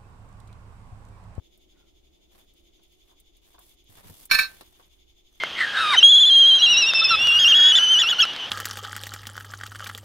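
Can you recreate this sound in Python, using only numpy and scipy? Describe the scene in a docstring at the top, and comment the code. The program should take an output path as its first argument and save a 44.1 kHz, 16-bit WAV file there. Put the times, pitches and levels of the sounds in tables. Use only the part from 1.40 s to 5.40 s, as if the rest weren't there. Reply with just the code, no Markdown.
"""Cage wire gives one loud, two-part squeak with a metallic ring near three seconds, most likely as a
chinchilla pushes on it: the wire catches, scrapes by stick-slip friction and springs free. The animal
shifts about in a plastic tub inside the cage: fur rustles, grit ticks, paws tap the hollow tub and its
body thumps softly. The quiet room holds a rumble, an ebbing drone, a faint throbbing hiss and,
barely audible, a whine and two whistles."""
import sys
import numpy as np
from scipy import signal
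from scipy.fft import rfft, irfft
from scipy.io import wavfile

SR = 44100
rng = np.random.default_rng(int(sys.argv[2]) if len(sys.argv) > 2 else 0)


def to_wav(sig):
    """Store sig (one row per channel, or 1-D mono) as 16-bit WAV at the path in sys.argv[1].

    Samples outside -1..1 are clipped; the rate is SR.
    """
    pcm = np.clip(np.atleast_2d(sig), -1, 1) * 32767
    pcm = np.round(pcm).astype(np.int16)
    wavfile.write(sys.argv[1], SR, pcm.T)  # frames by channels


N = 176400
BAND_EDGE_HZ = 15850


def amp(db):
    """Amplitude ratio of a level in decibels."""
    return 10 ** (np.asarray(db) / 20)


def unit(x):
    """Normalisation to rms 1."""
    return x / np.sqrt(np.mean(x ** 2) + 1e-20)


def spectrum_at(points, hz):
    """Interpolation of a spectrum on a logarithmic frequency axis."""
    f, value = np.transpose(points)
    return np.interp(np.log(hz + 1), np.log(f + 1), value)


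def since(s):
    """Seconds elapsed since s, zero before."""
    return np.maximum(np.arange(N) / SR - s, 0)


def pan(db):
    """Channel gains for a level difference, left minus right."""
    return amp(np.array([[db], [-db]]) / 2)


def add(mix, s, sound):
    """Superposition of a stereo sound on the mix from time s."""
    part = mix[:, round(s * SR):][:, :sound.shape[1]]
    part += sound[:, :part.shape[1]]


def wander(hz):
    """Random modulation of rms 1: low-pass noise of bandwidth hz."""
    f = np.fft.rfftfreq(N, 1 / SR)
    return unit(irfft(rfft(rng.standard_normal(N)) * np.exp(-(f / hz) ** 2), N))


def noise(colour):
    """Partially coherent stereo noise of rms 1; the common part reaches the left later."""
    # coherence of the two channels: f/Hz, coherence (0-1)
    coherence = [(30, .8), (80, 0.6), (200, 0.5), (1000, 0.2), (3300, 0.1), (4500, 0), (6700, 0),
                 (10000, 0), (15000, .88)]
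    left_lag_s = .000657
    hz = np.fft.rfftfreq(N, 1 / SR)
    right, independent = rfft(rng.standard_normal((2, N)))
    common = np.clip(spectrum_at(coherence, hz), 0, 1)
    delayed = right * np.exp(-2j * np.pi * hz * left_lag_s)
    left = common * delayed + np.sqrt(1 - common ** 2) * independent
    gain = amp(spectrum_at(colour, hz)) * (hz < BAND_EDGE_HZ)
    return unit(irfft(np.array([left, right]) * gain, N))


def decay(t, t60):
    """Exponential damping, 60 dB in t60 seconds."""
    return np.exp(-np.log(1000) * t / t60)


def impact(s, rise_s, t60):
    """Impact envelope: linear rise from time s, exponential decay."""
    t = since(s)
    return np.minimum(t / rise_s, 1) * decay(t, t60)


def contacts(rows, colour, rise_s, t60):
    """Heavily damped impacts, each a burst of coloured noise."""
    return noise(colour) * sum(amp(db) * impact(s, rise_s, t60) for s, db in rows)


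def room_noise():
    """Ambient noise: a steady rumble and a low drone that ebbs away."""
    # rumble spectrum: f/Hz, relative level/dB
    rumble_spectrum = [(20, -5), (32, -3), (60, -4.5), (110, -21.5), (170, -25), (250, -22.5), (350, -11),
                       (480, -27), (700, -26.5), (1000, -34.5), (1700, -41.5), (2300, -35.5), (3400, -33.5),
                       (4500, -37.5), (6700, -40.5), (8000, -46.5), (15500, -46.5)]
    # drone spectrum: f/Hz, relative level/dB
    drone_spectrum = [(120, -26.5), (200, -1.5), (260, -6.5), (330, 0.5), (400, -2.5), (480, -11.5),
                      (650, -9), (900, -25), (1500, -34.5)]
    # drone envelope: t/s, level/dB
    drone_level = [(0, -69.5), (.4, -71), (1.3, -71.5), (1.8, -84), (2.4, -83), (4, -88)]
    ebb = amp(np.interp(since(0), *np.transpose(drone_level)))
    return amp(-62.5) * noise(rumble_spectrum) + ebb * noise(drone_spectrum)


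def throbbing_hiss():
    """Periodic amplitude modulation makes a thin hiss throb, as of a small motor."""
    # hiss spectrum: f/Hz, relative level/dB
    spectrum = [(1500, -38.5), (2200, -6.5), (2600, -10.5), (3130, -0.5), (3270, -2.5), (3400, 4.5),
                (3560, 5), (3660, -3.5), (3750, -1), (3950, -9.5), (4600, -12.5), (4910, -9), (5200, -12.5),
                (6000, -15.5), (6650, -4), (7050, -13), (7800, -27), (10500, -19.5), (13000, -18.5),
                (15500, -23.5)]
    # slow envelope beneath the throb: t/s, level/dB
    level = [(0, -65.5), (.7, -69.5), (1.3, -66), (2, -67), (2.6, -64), (4, -66.5)]
    throb_hz, depth, peak_s = 11.52, .55, .055
    t = since(0)
    throb = 1 + depth * np.cos(2 * np.pi * throb_hz * (t - peak_s))
    return amp(np.interp(t, *np.transpose(level))) * throb * noise(spectrum)


def grit_ticks():
    """Brief, hard contacts of grit put their energy in the treble."""
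    # ticks: t/s, level/dB
    ticks = [(.1755, -58.5), (1.1368, -61), (1.4331, -60.5), (1.5229, -64), (1.7998, -51), (1.9674, -58.5),
             (2.1355, -63), (2.1909, -48.5), (2.4404, -63.5), (2.8535, -38), (3.2095, -45.5)]
    # tick spectrum: f/Hz, relative level/dB
    spectrum = [(2000, -21.5), (6000, -12.5), (8500, -0.5), (12000, 2), (15500, -2)]
    return contacts(ticks, spectrum, rise_s=0.0009, t60=0.038)


def whine():
    """Random modulation spreads a soft, falling tone into a narrow band of noise."""
    start_s, length_s, start_hz, fall_hz_per_s = 0.3, .21, 1520, 880
    t = np.minimum(since(start_s), length_s)
    tone = np.sin(2 * np.pi * (start_hz * t - fall_hz_per_s * t ** 2 / 2))
    return amp(-76.5) * np.sin(np.pi * t / length_s) * tone * wander(hz=99)


def rustle():
    """Friction noise swells and fades with each brush: grainy fur over duller bedding."""
    # brushes: t/s, duration/s, fur level/dB, bedding level/dB
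    brushes = [(0.32, 0.19, -101, -70), (0.903, .16, -65.5, -64), (1.13, 0.14, -76, -82),
               (1.414, 0.26, -77, -92), (1.635, .12, -72.5, -73), (2.012, .17, -64.5, -66),
               (2.181, 0.18, -59.5, -68.5), (2.483, 0.1, -57.5, -61), (2.553, 0.083, -59.5, -56.5),
               (2.631, 0.084, -53, -53), (2.687, 0.2, -52, -60), (3.02, 0.19, -54.5, -56),
               (3.17, .18, -63.5, -66.5), (3.318, 0.18, -67, -66), (3.49, .12, -74, -76),
               (3.869, 0.32, -71, -71.5)]
    # fur spectrum: f/Hz, relative level/dB
    fur_spectrum = [(1000, -27), (3000, -4.5), (4500, -4), (7000, -5), (9300, -2), (12000, 1.5),
                    (15500, -4.5)]
    # bedding spectrum: f/Hz, relative level/dB
    bedding_spectrum = [(100, 2.5), (350, -5), (800, -1), (1500, -10), (2000, -7), (3500, -15.5),
                        (6000, -21), (12000, -36)]
    grain_db = 3
    fur, bedding = np.zeros((2, N))
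    for s, length, fur_db, bedding_db in brushes:
        progress = np.minimum(since(s) / length, 1)
        arch = np.abs(np.sin(np.pi * progress)) ** 0.76
        fur += amp(fur_db) * arch
        bedding += amp(bedding_db) * arch
    friction = fur * noise(fur_spectrum) + bedding * noise(bedding_spectrum)
    return friction * unit(amp(grain_db * wander(hz=150)))


def paw_taps():
    """Each impact of a paw knocks dully and excites the resonances of the hollow tub."""
    # taps: t/s, knock level/dB, tub level/dB
    taps = [(.947, -56.5, -81), (1.392, -63, -74), (1.69, -73, -64.5), (1.712, -67, -65),
            (2.143, -58, -55.5), (2.181, -55, -53), (2.571, -58, -58.5), (2.638, -58.5, -59),
            (2.695, -54, -59.5), (3.208, -42, -61), (3.353, -67, -78), (3.396, -56, -55)]
    # knock spectrum: f/Hz, relative level/dB
    knock_spectrum = [(100, -12.5), (350, 2.5), (700, 0), (1100, -4), (2000, -12.5), (4000, -6),
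                      (7000, -21), (12000, -60)]
    # tub resonances: f/Hz, relative level/dB
    tub_spectrum = [(400, -23), (620, -14), (720, 0.5), (810, -10), (930, 2.5), (1030, -2.5), (1130, -2),
                    (1300, -14.5), (1520, -10.5), (1900, -23), (4000, -39)]
    knock = contacts([(s, db) for s, db, _ in taps], knock_spectrum, rise_s=0.0015, t60=0.088)
    tub = contacts([(s, db) for s, _, db in taps], tub_spectrum, rise_s=0.0034, t60=0.14)
    return knock + tub


def whistles():
    """Two faint pure tones glide; phase is the integral of frequency."""
    # glides: t/s, duration/s, start f/Hz, end f/Hz, level/dB
    glides = [(1.34, 0.084, 6100, 5750, -77), (3.906, 0.082, 6100, 6960, -71)]
    out = np.zeros(N)
    for s, length, from_hz, to_hz, db in glides:
        progress = np.minimum(since(s) / length, 1)
        hz = from_hz + (to_hz - from_hz) * progress ** 3
        out += amp(db) * np.sin(np.pi * progress) * np.sin(2 * np.pi * np.cumsum(hz) / SR)
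    return out


def body_thumps():
    """Slow, soft contacts of the shifting body put their energy in the bass."""
    # thumps: t/s, level/dB
    thumps = [(2.488, -55.5), (2.642, -45), (2.694, -45.5), (2.8, -64), (2.915, -54.5), (2.99, -47.5)]
    # thump spectrum: f/Hz, relative level/dB
    spectrum = [(30, -17), (55, -3.5), (78, -10.5), (98, 4.5), (118, -9), (300, -14.5), (700, -34.5),
                (2000, -72.5)]
    return contacts(thumps, spectrum, rise_s=0.0087, t60=0.23)


def wire_squeak():
    """Stick-slip friction and two jolts excite the wire's normal modes, and the cage clatters."""
    # wire modes: f/Hz, jolt level/dB, scrape level/dB, T60 after a jolt/s, left minus right/dB
    wire_modes = [(1555, -19, -29, 0.27, -0.5), (1540, -36.5, -39.5, .14, -3), (1765, -26, -18, .15, -7),
                  (2325, -19.5, -19.5, 0.11, -7.5), (2597, -26.5, -19, .19, -2.5),
                  (3566, -34, -33, .12, -7.5), (3832, -26.5, -37.5, 0.27, -3), (4124, -36, -23, .1, 0.5),
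                  (4090, -37, -30, .1, -4), (4310, -20, -22, 0.099, -15.5),
                  (4577, -40.5, -35.5, 0.067, -6.5), (5248, -32.5, -31, 0.29, -7),
                  (5660, -38.5, -30.5, 0.09, -3.5)]
    # thin upper modes: f/Hz, relative level/dB
    overtones = [(6400, -6), (6620, -5.5), (7050, -3.5), (8250, -7.5), (8480, -1), (8660, -6), (9330, -3.5),
                 (9500, -5), (9850, 0.5), (10150, -7), (11015, 0.5), (11220, -5), (11384, -3.5),
                 (11600, 4.5), (11933, -1), (12120, -3), (12320, -3), (12830, -5.5), (13220, -1),
                 (14100, -7), (14950, -4.5), (15250, -2)]
    # jolts: t/s, ring gain/dB, clatter level/dB
    jolts = [(2.9111, 1.5, -21.5), (2.9865, 0.5, -22.5)]
    # scraping force: t/s, level/dB
    scrape_force = [(2.893, -45.5), (2.902, -20), (2.91, -18.5), (2.9115, 3), (2.925, -8.5), (2.938, -5.5),
                    (2.951, -1), (2.961, -16), (2.98, -15), (2.99, -12), (3.03, -15.5), (3.07, -29.5),
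                    (3.09, -60.5)]
    # spectrum of the whole cage clattering: f/Hz, relative level/dB
    clatter_spectrum = [(100, -28.5), (400, -18.5), (650, -7), (850, -19), (1100, -2), (1700, -3),
                        (2000, -4.5), (2500, 0.5), (3100, -16), (4300, -3.5), (5000, -15.5), (6000, -27),
                        (6700, -9.5), (7500, -27), (9000, -21), (12500, -15.5), (15500, -22)]
    # spectrum of the scraping noise: f/Hz, relative level/dB
    scrape_spectrum = [(300, -24.5), (850, -18), (1100, -3), (1700, 0), (2050, -15), (2500, -6.5),
                       (3200, -13.5), (4300, -4), (5000, -11), (5600, -12.5), (6000, -30.5), (9000, -24),
                       (15500, -31.5)]
    slips_per_s, slip_spread_db, slip_t60 = 900, 4.5, 0.084
    ring_rise_s, clatter_rise_s = 0.0021, 0.0026
    mute_s, mute_db_per_s_per_khz = 3.06, 80

    modes = wire_modes + [(hz, db - 38, db - 36, .13, 0) for hz, db in overtones]
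    force = amp(np.interp(since(0), *np.transpose(scrape_force), left=-200, right=-200))
    start, n = scrape_force[0][0], SR // 2
    age = np.arange(n) / SR
    push = force[round(start * SR):][:n]
    muted_for = np.maximum(start + age - mute_s, 0)
    out = np.zeros((2, N))
    for hz, jolt_db, scrape_db, t60, pan_db in modes:
        strength = push * amp(slip_spread_db * rng.standard_normal(n))
        slips = strength * (rng.random(n) < slips_per_s / SR)
        channel_phase = 1.4 * rng.uniform(-0.77, 1, (2, 1))
        tone = np.sin(2 * np.pi * hz * age + channel_phase)
        wire = signal.fftconvolve(slips[None], tone * decay(age, slip_t60), axes=1)[:, :n]
        wire *= amp(scrape_db) * np.sqrt(np.sum(push ** 2) / np.sum(wire ** 2))
        ring = tone * np.minimum(age / ring_rise_s, 1) * decay(age, t60)
        for s, ring_db, _ in jolts:
            add(wire, s - start, ring * amp(jolt_db + ring_db))
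        mute = amp(-mute_db_per_s_per_khz * hz / 1000 * muted_for)  # the treble dies first
        add(out, start, wire * mute * pan(pan_db))

    shake = np.zeros(N)
    for s, _, db in jolts:
        tail = amp(-4.5) * impact(s, clatter_rise_s, t60=0.23)
        shake += amp(db) * (impact(s, clatter_rise_s, t60=0.05) + tail)
    return out + shake * noise(clatter_spectrum) + amp(-23) * force * noise(scrape_spectrum)


def wire_squeal():
    """Friction makes one mode sing briefly, sagging in pitch, as the wire slides free."""
    start_s, length_s, start_hz, fall_hz_per_s = 2.9855, .019, 2362, 3600
    t = np.minimum(since(start_s), length_s)
    tone = np.sin(2 * np.pi * (start_hz * t - fall_hz_per_s * t ** 2 / 2))
    return amp(-9.5) * pan(-4) * np.sin(np.pi * t / length_s) ** 2 * tone


def reverberation(x):
    """Diffuse reflections form a faint, short tail, independent in each channel."""
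    t = np.arange(SR // 2) / SR
    tail = rng.standard_normal((2, len(t))) * decay(t, t60=.5)
    return amp(-30.5) * signal.fftconvolve(x, tail / np.linalg.norm(tail[0]), axes=1)[:, :N]


def scene():
    """Superposition of the background, the animal, the wire and their reverberation."""
    near = rustle() + grit_ticks() + paw_taps() + body_thumps() + wire_squeak() + wire_squeal()
    background = throbbing_hiss() + room_noise() + whine() + whistles()
    return background + near + reverberation(near)


def record(dry):
    """A linear-phase low-pass filter limits the bandwidth."""
    lowpass = signal.firwin(255, BAND_EDGE_HZ, window=("kaiser", 9), fs=SR)
    return signal.oaconvolve(dry, lowpass[None], "same")


dry = scene()
out = record(dry)
to_wav(out)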